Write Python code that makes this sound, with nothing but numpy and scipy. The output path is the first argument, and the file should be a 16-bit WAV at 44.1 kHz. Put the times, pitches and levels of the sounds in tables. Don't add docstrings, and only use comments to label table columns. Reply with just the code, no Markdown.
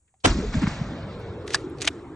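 import sys
import numpy as np
from scipy import signal
from scipy.fft import rfft, irfft, next_fast_len
from scipy.io import wavfile
from scipy.ndimage import uniform_filter1d

SR = 44100
rng = np.random.default_rng(int(sys.argv[2]) if len(sys.argv) > 2 else 0)


def put_to_file(sound):
    columns = np.atleast_2d(sound).T
    safe = np.clip(columns, -1, 1)
    whole_steps = np.round(safe * 32767)
    wavfile.write(sys.argv[1], SR, whole_steps.astype(np.int16))


def ratio_of_db(decibels):
    return 10 ** (np.asarray(decibels, float) / 20)


N = 94815
T = np.arange(N) / SR
SHOT_S = 0.2346
NEAR_LAG_S, FAR_LAG_S = 0.0004, 0.00015

# [f/Hz, level per Hz/dB]
CRACK_COLOUR = [(120, -7), (200, -3), (680, -3.5), (1500, -7.5), (3000, -7), (6000, -14.5), (8500, -18.5),
                (12000, -35)]
# [f/Hz, level per Hz/dB]
SNAP_COLOUR = [(800, -23.5), (2400, -17), (4300, -17), (7000, 2.5), (8600, 6), (10500, 4), (12000, -28)]
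# [t/s, peak level/dB, length/s]
WAVE_SPIKES = [
    (.2492, -12, .0005),
    (.2541, -11, .0003),
    (.2553, -4, .00013),
    (.2583, -6, .00017),
    (.2609, -12, .00013),
    (.2722, -10, .0017),
]
# [centre t/s, peak level/dB, f/Hz, length/cycles]
GROUND_THUMPS = [(0.2505, -12, 668, 5.8), (.2565, -16.5, 700, 3.7), (.266, -12, 286, 1.4),
                 (0.2782, -10, 230, 0.51), (0.31, -14.5, 52.6, 1.1), (0.331, -25, 51, 0.93),
                 (.39, -15.5, 211, 1.1), (0.557, -17, 243, 4), (.571, -17, 136, 2.7),
                 (0.583, -11, 106, 0.52), (0.628, -17, 279, 4.4), (.641, -13.5, 192.3, 2.3),
                 (0.661, -25, 90, 1.6), (0.677, -10.5, 165, 0.89), (0.818, -16, 149, 1.51),
                 (1.309, -30.5, 90.7, 2.6), (1.648, -28, 330, 2.9), (1.67, -26, 304, 2.5)]
# [f/Hz, level per Hz/dB]
BOOM_COLOUR = [(15, -45.5), (25, -24.5), (48, 9.5), (108, -4.5), (220, -3), (700, -20.5), (910, -55.5),
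               (1540, -120)]
# [start t/s, level/dB, rise/s, T60/s]
SLOPE_RETURNS = [
    (0.264, -24.5, 0.006, 0.34),
    (0.329, -40, 0.052, 1.33),
    (0.515, -37, 0.022, 0.75),
    (0.605, -35, 0.016, 0.17),
    (.665, -38.5, 0.0069, 0.79),
]
# [f/Hz, level per Hz/dB]
SCATTER_COLOUR = [(350, -27.5), (550, -9), (1600, -8.5), (2500, -13), (2900, -15), (4000, -14), (7700, -19),
                  (8400, -26), (9500, -57.5)]
# [start t/s, level/dB, rise/s, T60/s]
SLOPE_SLAPS = [
    (0.537, -30.5, 0.004, 0.05),
    (0.62, -30, 0.012, 0.063),
    (0.6674, -28.5, 0.002, 0.06),
    (0.69, -41.5, 0.0052, 1),
    (0.66, -37, 0.00285, .03),
    (.636, -32.5, .003, .04),
]
# [f/Hz, level per Hz/dB]
ROLL_COLOUR = [(15, -67.5), (25, -11), (86, 5.5), (156, 2.5), (273, -6), (400, -17), (520, -15.5),
               (880, -120)]
# [f/Hz, T60/s]
ROLL_DECAY = [(40, 3.5), (100, 10.2), (200, 4.9)]
# [f/Hz, level per Hz/dB]
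VALLEY_COLOUR = [(350, -25), (630, -2.5), (1240, -5.5), (2400, -15), (2900, -18), (3800, -16.5),
                 (7800, -38.5), (8500, -72.5)]
# [f/Hz, T60/s]
VALLEY_DECAY = [(600, 20), (1500, 8.6), (4000, 4.6), (8000, 5.5)]
# [t/s, centre f/Hz, level/dB]
HUMP_PATH = [(.6, 630, -55.5), (.9, 610, -44.5), (1.2, 430, -41.5), (1.45, 395, -38), (1.7, 336, -38),
             (2.15, 315, -41)]
# [t/s, peak level/dB, T60/s, tilt per octave/dB, f of the ringing part/Hz]
BACK_CONTACTS = [
    (1.4773, -21, 0.015, 0, 1930),
    (1.5045, -22.5, 0.019, -1, 1960),
    (1.5305, -29.5, 0.051, 0.5, 5030),
    (1.5355, -17.5, 0.037, 2, 4660),
    (1.5443, -1.5, 0.016, 1, 1710),
    (1.5505, -8, 0.016, 5, 4850),
    (1.5537, -20, 0.015, -8, 7870),
    (1.556, -23, 0.045, -14, 1850),
]
# [t/s, peak level/dB, T60/s, tilt per octave/dB, f of the ringing part/Hz]
FORTH_CONTACTS = [(1.7845, -38, 0.036, 1, 4470), (1.803, -32, 0.0094, -5, 4200),
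                  (1.809, -21, .015, 2.5, 4500), (1.8172, -7, .01, 5.5, 5360),
                  (1.8226, -11, 0.0097, 4, 6700), (1.828, -17.5, 0.0089, 2, 7200),
                  (1.8456, -20, 0.019, -3.5, 1970), (1.8506, -16.5, 0.024, 2, 6460),
                  (1.8673, -23, 0.02, -4, 5000), (1.8743, -1, 0.019, 4, 3150), (1.8777, -6, 0.021, 0, 2280),
                  (1.8843, -14, 0.012, 0, 3000)]
# [f/Hz, bandwidth/Hz, level/dB]
BACK_MODES = [(687, 470, -10.5), (1050, 530, 1.5), (1700, 204, 1.5), (2630, 100, -40), (3780, 550, -8.5),
              (4730, 160, 3), (5730, 860, -12.5), (7970, 400, -2.5)]
# [f/Hz, bandwidth/Hz, level/dB]
FORTH_MODES = [(645, 180, 3), (1670, 130, 5.5), (2370, 340, -5.5), (3080, 180, 0), (3780, 220, -6.5),
               (5360, 330, -6), (6630, 210, -23), (8900, 210, -10)]
# [from t/s, to t/s, first level/dB, last level/dB]
SLIDE_SCRAPES = [
    (1.464, 1.547, -47, -30.5),
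    (1.772, 1.81, -54, -57),
    (1.815, 1.876, -36, -35),
]
# [t/s, level/dB, T60/s]
RATTLES = [
    (1.557, -42, 0.47),
    (1.883, -47.5, 0.51),
]
# [f/Hz, level per Hz/dB]
SCRAPE_COLOUR = [(700, -43.5), (1300, -2), (2600, 1), (4200, -1), (8500, -6.5), (10000, 14.5),
                 (16000, -23.5)]
# [t/s, level/dB, f/Hz, T60/s, tonal share]
TRIGGER_TICKS = [
    (.078, -69, 2100, 0.088, 0.11),
    (.14, -55, 770, 0.053, 0.88),
    (.14, -69, 2100, 0.045, .1),
    (.202, -64.5, 4000, 0.095, 0.1),
]
# [t/s, level/dB, length/s, lowest f/Hz, highest f/Hz]
TREBLE_TIPS = [
    (1.472, -56, 0.00506, 9600, 12300),
    (2.5, -49, 0.0015, 10000, 12300),
    (1.7, -53, 0.0016, 9900, 10800),
    (1.8752, -46.5, .0011, 9100, 16500),
    (1.89, -62, .006, 10600, 11400),
    (1.2, -64, .008, 9600, 13000),
    (0.265, -46, 0.013, 8800, 11200),
    (1.554, -58, .001, 9600, 14000),
]
# [f/Hz, level per Hz/dB]
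HISS_COLOUR = [(25, -16), (70, 5), (200, -15.5), (500, -20.5), (5300, -37), (7000, -17), (9300, -11.5),
               (10000, -44)]
# [f/Hz, side over middle level/dB]
AIR_WIDTH = [(60, -39.5), (180, -25), (560, -16.5), (970, -13), (1700, -22), (2900, 4.5), (4500, -2),
             (5600, -14), (7000, -5), (9000, 9)]
# [f/Hz, side over middle level/dB]
MUZZLE_WIDTH = [(100, -19), (500, 4.5), (3000, -5), (8000, 8.5)]
# [f/Hz, side over middle level/dB]
STEEL_WIDTH = [(500, -5), (1700, -33), (3000, -9), (5100, -2), (5800, -14), (9000, 6)]
# [f/Hz, gain/dB]
MIC_TOP = [(8400, 0), (9300, -10), (9700, -40), (11000, -75)]
# [f/Hz, width/Hz, raised threshold/dB]
WEAK_BANDS = [(2900, 250, 14), (4800, 200, 13), (8500, 400, 8)]


def blast():
    rise_s, hold_s, t60 = 0.014, 0.013, 0.02
    since = T - SHOT_S
    fall = ratio_of_db(-60 * np.clip(since - rise_s - hold_s, 0, None) / t60)
    body = np.clip(since / rise_s, 0, 1) ** 2.8 * fall
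    left, right = ratio_of_db(-15.5) * body * rush(table(CRACK_COLOUR), MUZZLE_WIDTH, size=256)
    push = np.array([np.roll(left, round(NEAR_LAG_S * SR)), right])
    for s, db, length in WAVE_SPIKES:
        u = (lagged(FAR_LAG_S) - s) / length
        push += ratio_of_db(db) * (1 - u * u) * np.exp(-u * u / 2)
    sag, dip_turns = 0.12, 0.38
    for s, db, hz, cycles in GROUND_THUMPS:
        lag = NEAR_LAG_S if s < 0.29 else FAR_LAG_S
        u = (lagged(lag) - s) * hz / cycles
        turns = cycles * (u - sag * u * u / 2) + dip_turns
        push += ratio_of_db(db) * np.exp(-4 * u * u) * np.cos(2 * np.pi * turns)
    return push


def snap():
    envelope = swell(0.2525, rise=0.0066, t60=0.033)
    return ratio_of_db(-18) * envelope * rush(table(SNAP_COLOUR), MUZZLE_WIDTH, patchy_db=4.8, size=256)


def stroke(contacts, modes, ring_db, crack_db):
    size, lead = 4096, 128
    out, t = np.zeros((2, N + SR)), np.arange(size) / SR
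    f = np.fft.rfftfreq(size, 1 / SR)
    ring = 0
    for k, (c, w, db) in enumerate(modes):
        ring = ring + (-1) ** k * ratio_of_db(db) * 1j * f * w / (c * c - f * f + 1j * f * w)
    crack = ratio_of_db(crack_db + along(SCRAPE_COLOUR, f))
    turn = np.arctan(ratio_of_db(along(STEEL_WIDTH, f)))
    for s, db, t60, tilt_db, part_hz in contacts:
        burst = rfft(rng.standard_normal((2, size)) * swell(lead / SR, 0.00084, t60, t))
        burst = burst / np.sqrt(np.abs(uniform_filter1d(np.abs(burst) ** 2, size=24)) + 1e-12)
        part_db = 7.5 * np.exp(-(np.log2((f + 1) / part_hz) / 0.14) ** 2)
        tilt = ratio_of_db(tilt_db * np.log2((f + 99) / 3000) + part_db)
        colour = (ratio_of_db(ring_db + db) * ring + crack) * tilt
        mid, side = irfft(turned(burst) * colour * [np.cos(turn), np.sin(turn)])
        crest = np.sqrt(np.sum(mid ** 2) / (0.02 * t60 * SR))
        hit = ratio_of_db(db) * (t < 0.06) * np.array([mid + side, mid - side]) / crest
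        start = round(s * SR) - lead
        out[:, start:start + size] += hit
    return out[:, :N]


def pump():
    drag = 0
    for a, b, from_db, to_db in SLIDE_SCRAPES:
        drag = drag + (T > a) * (T < b) * ratio_of_db(np.interp(T, [a, b], [from_db, to_db]))
    for s, db, t60 in RATTLES:
        drag = drag + ratio_of_db(db) * swell(s, 0.0039, t60)
    back = stroke(BACK_CONTACTS, BACK_MODES, ring_db=6, crack_db=-7)
    forth = stroke(FORTH_CONTACTS, FORTH_MODES, ring_db=4, crack_db=-9)
    return back + forth + drag * rush(table(SCRAPE_COLOUR), STEEL_WIDTH, 2.3, size=256)


def tips():
    out = 0
    for s, db, length, lo_hz, hi_hz in TREBLE_TIPS:
        def colour(f, t):
            fall = 34 * np.log2(np.maximum(f / lo_hz, 1))
            return -90 * ((f < lo_hz) | (f > hi_hz)) - fall + 0 * t
        fleck = np.exp(-((T - s) / length) ** 2)
        out = out + ratio_of_db(db) * fleck * rush(colour, STEEL_WIDTH, size=256)
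    return out


def slopes():
    boom = ratio_of_db(-24) * swell(0.2438, 0.01, 2.35) * rush(table(BOOM_COLOUR), AIR_WIDTH, 4.8, size=2048)
    scatter = summed(SLOPE_RETURNS) * rush(table(SCATTER_COLOUR), AIR_WIDTH, 2.4, size=256)

    def dull(hz, t):
        return -6 * (np.log2((hz + 1) / 1240) / 0.85) ** 2 + 0 * t
    slap = summed(SLOPE_SLAPS) * rush(dull, AIR_WIDTH, 0.73, size=256)
    return boom + scatter + slap


def valley():
    def dying(t60s):
        return lambda hz, t: ratio_of_db(-60 * (t - 1.2) / along(t60s, hz))
    late = np.clip((T - 0.3) / 0.4, 0, 1)
    roll = ratio_of_db(-38) * rush(table(ROLL_COLOUR), AIR_WIDTH, 3.6, dying(ROLL_DECAY), size=2048)
    wash = ratio_of_db(-46) * rush(table(VALLEY_COLOUR), AIR_WIDTH, 2.67, dying(VALLEY_DECAY))
    s, centre, db = np.transpose(HUMP_PATH)

    def bell(hz, t):
        octaves = np.log2((hz + 1) / np.interp(t, s, centre))
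        return np.maximum(-6 * (octaves / 0.37) ** 2, -90)
    hump = ratio_of_db(np.interp(T, s, db)) * (T > 0.4) * rush(bell, AIR_WIDTH, 3.9)
    return late * (roll + wash) + hump


def trigger():
    out = 0
    for s, db, hz, t60, ring in TRIGGER_TICKS:
        def colour(f, t):
            return -16 * np.log2((f + 1) / hz) ** 2 + 0 * t
        tone = ring * np.sin(2 * np.pi * hz * T)
        noise = (1 - ring) * rush(colour, AIR_WIDTH, size=256)
        out = out + ratio_of_db(db) * swell(s, 0.001, t60) * (tone + noise)
    return out


def microphone_hiss():
    return ratio_of_db(-68 + 3 * (T > SHOT_S)) * rush(table(HISS_COLOUR), AIR_WIDTH, size=4096)


def unit(x):
    return x / np.sqrt(np.mean(x ** 2) + 1e-20)


def along(points, hz):
    f, v = np.transpose(points)
    return np.interp(np.log(hz + 1), np.log(f + 1), v)


def table(points):
    return lambda hz, t: along(points, hz) + 0 * t


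def swell(s, rise, t60, t=T):
    u = np.clip(t - s, 0, None)
    return np.clip(u / rise, 0, 1) ** 2 * ratio_of_db(-60 * np.clip(u - rise, 0, None) / t60)


def summed(returns):
    return np.sqrt(sum((ratio_of_db(db) * swell(s, rise, t60)) ** 2 for s, db, rise, t60 in returns))


def lagged(lag):
    return T - np.array([[lag / 2], [-lag / 2]])


def turned(z):
    share = 0.3
    return np.array([z[0], np.sqrt(share) * 1j * z[0] + np.sqrt(1 - share) * z[1]])


def rush(shape_db, width, patchy_db=0, fade=None, size=1024):
    hz, t, z = signal.stft(rng.standard_normal((2, N)), SR, nperseg=size)
    hz = hz[:, None]
    field = rng.standard_normal(z.shape[1:])
    field = unit(uniform_filter1d(uniform_filter1d(field, 5, 0), 3, 1))
    turn = np.arctan(ratio_of_db(along(width, hz)))
    gain = ratio_of_db(shape_db(hz, t) + patchy_db * field)
    gain = gain / np.sqrt(np.mean(gain ** 2, 0) + 1e-20)
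    if fade is not None:
        gain = gain * fade(hz, t)
    z = turned(z) * gain * [np.cos(turn), np.sin(turn)]
    mid, side = signal.istft(z, SR, nperseg=size)[1][:, :N]
    return np.array([mid + side, mid - side])


def gate(x):
    middle_side = np.array([x[0] + x[1], x[0] - x[1]]) / 2
    hz, t, z = signal.stft(middle_side, SR, nperseg=1024)
    hz = hz[:, None]
    power = uniform_filter1d(np.abs(z) ** 2, 3, 2)
    band = 8 * uniform_filter1d(power, 8, 1)
    sway = unit(uniform_filter1d(uniform_filter1d(rng.standard_normal(z.shape), 8, 1), 7, 2))
    weak_db = sum(db * np.exp(-((hz - c) / w) ** 2) for c, w, db in WEAK_BANDS)
    threshold = power[0].sum(0) * ratio_of_db(-50 + weak_db + 4 * sway) ** 2
    kept = (band > threshold) | (hz < 1200)
    mid, side = signal.istft(z * kept, SR, nperseg=1024)[1][:, :N]
    return np.array([mid + side, mid - side])


def scene():
    return blast() + snap() + pump() + slopes() + valley() + trigger() + microphone_hiss()


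def top_cut(x):
    return signal.sosfilt(signal.butter(12, 16600, fs=SR, output="sos"), x)


def record(dry):
    m = next_fast_len(N + 8192)
    response = ratio_of_db(along(MIC_TOP, np.fft.rfftfreq(m, 1 / SR)))
    dull = irfft(rfft(dry, m) * response, m)[:, :N]
    offset = -0.000044 * (T < 0.25)
    mix = gate(dull) + tips() + offset
    return top_cut(mix)


dry = scene()
out = record(dry)
put_to_file(out)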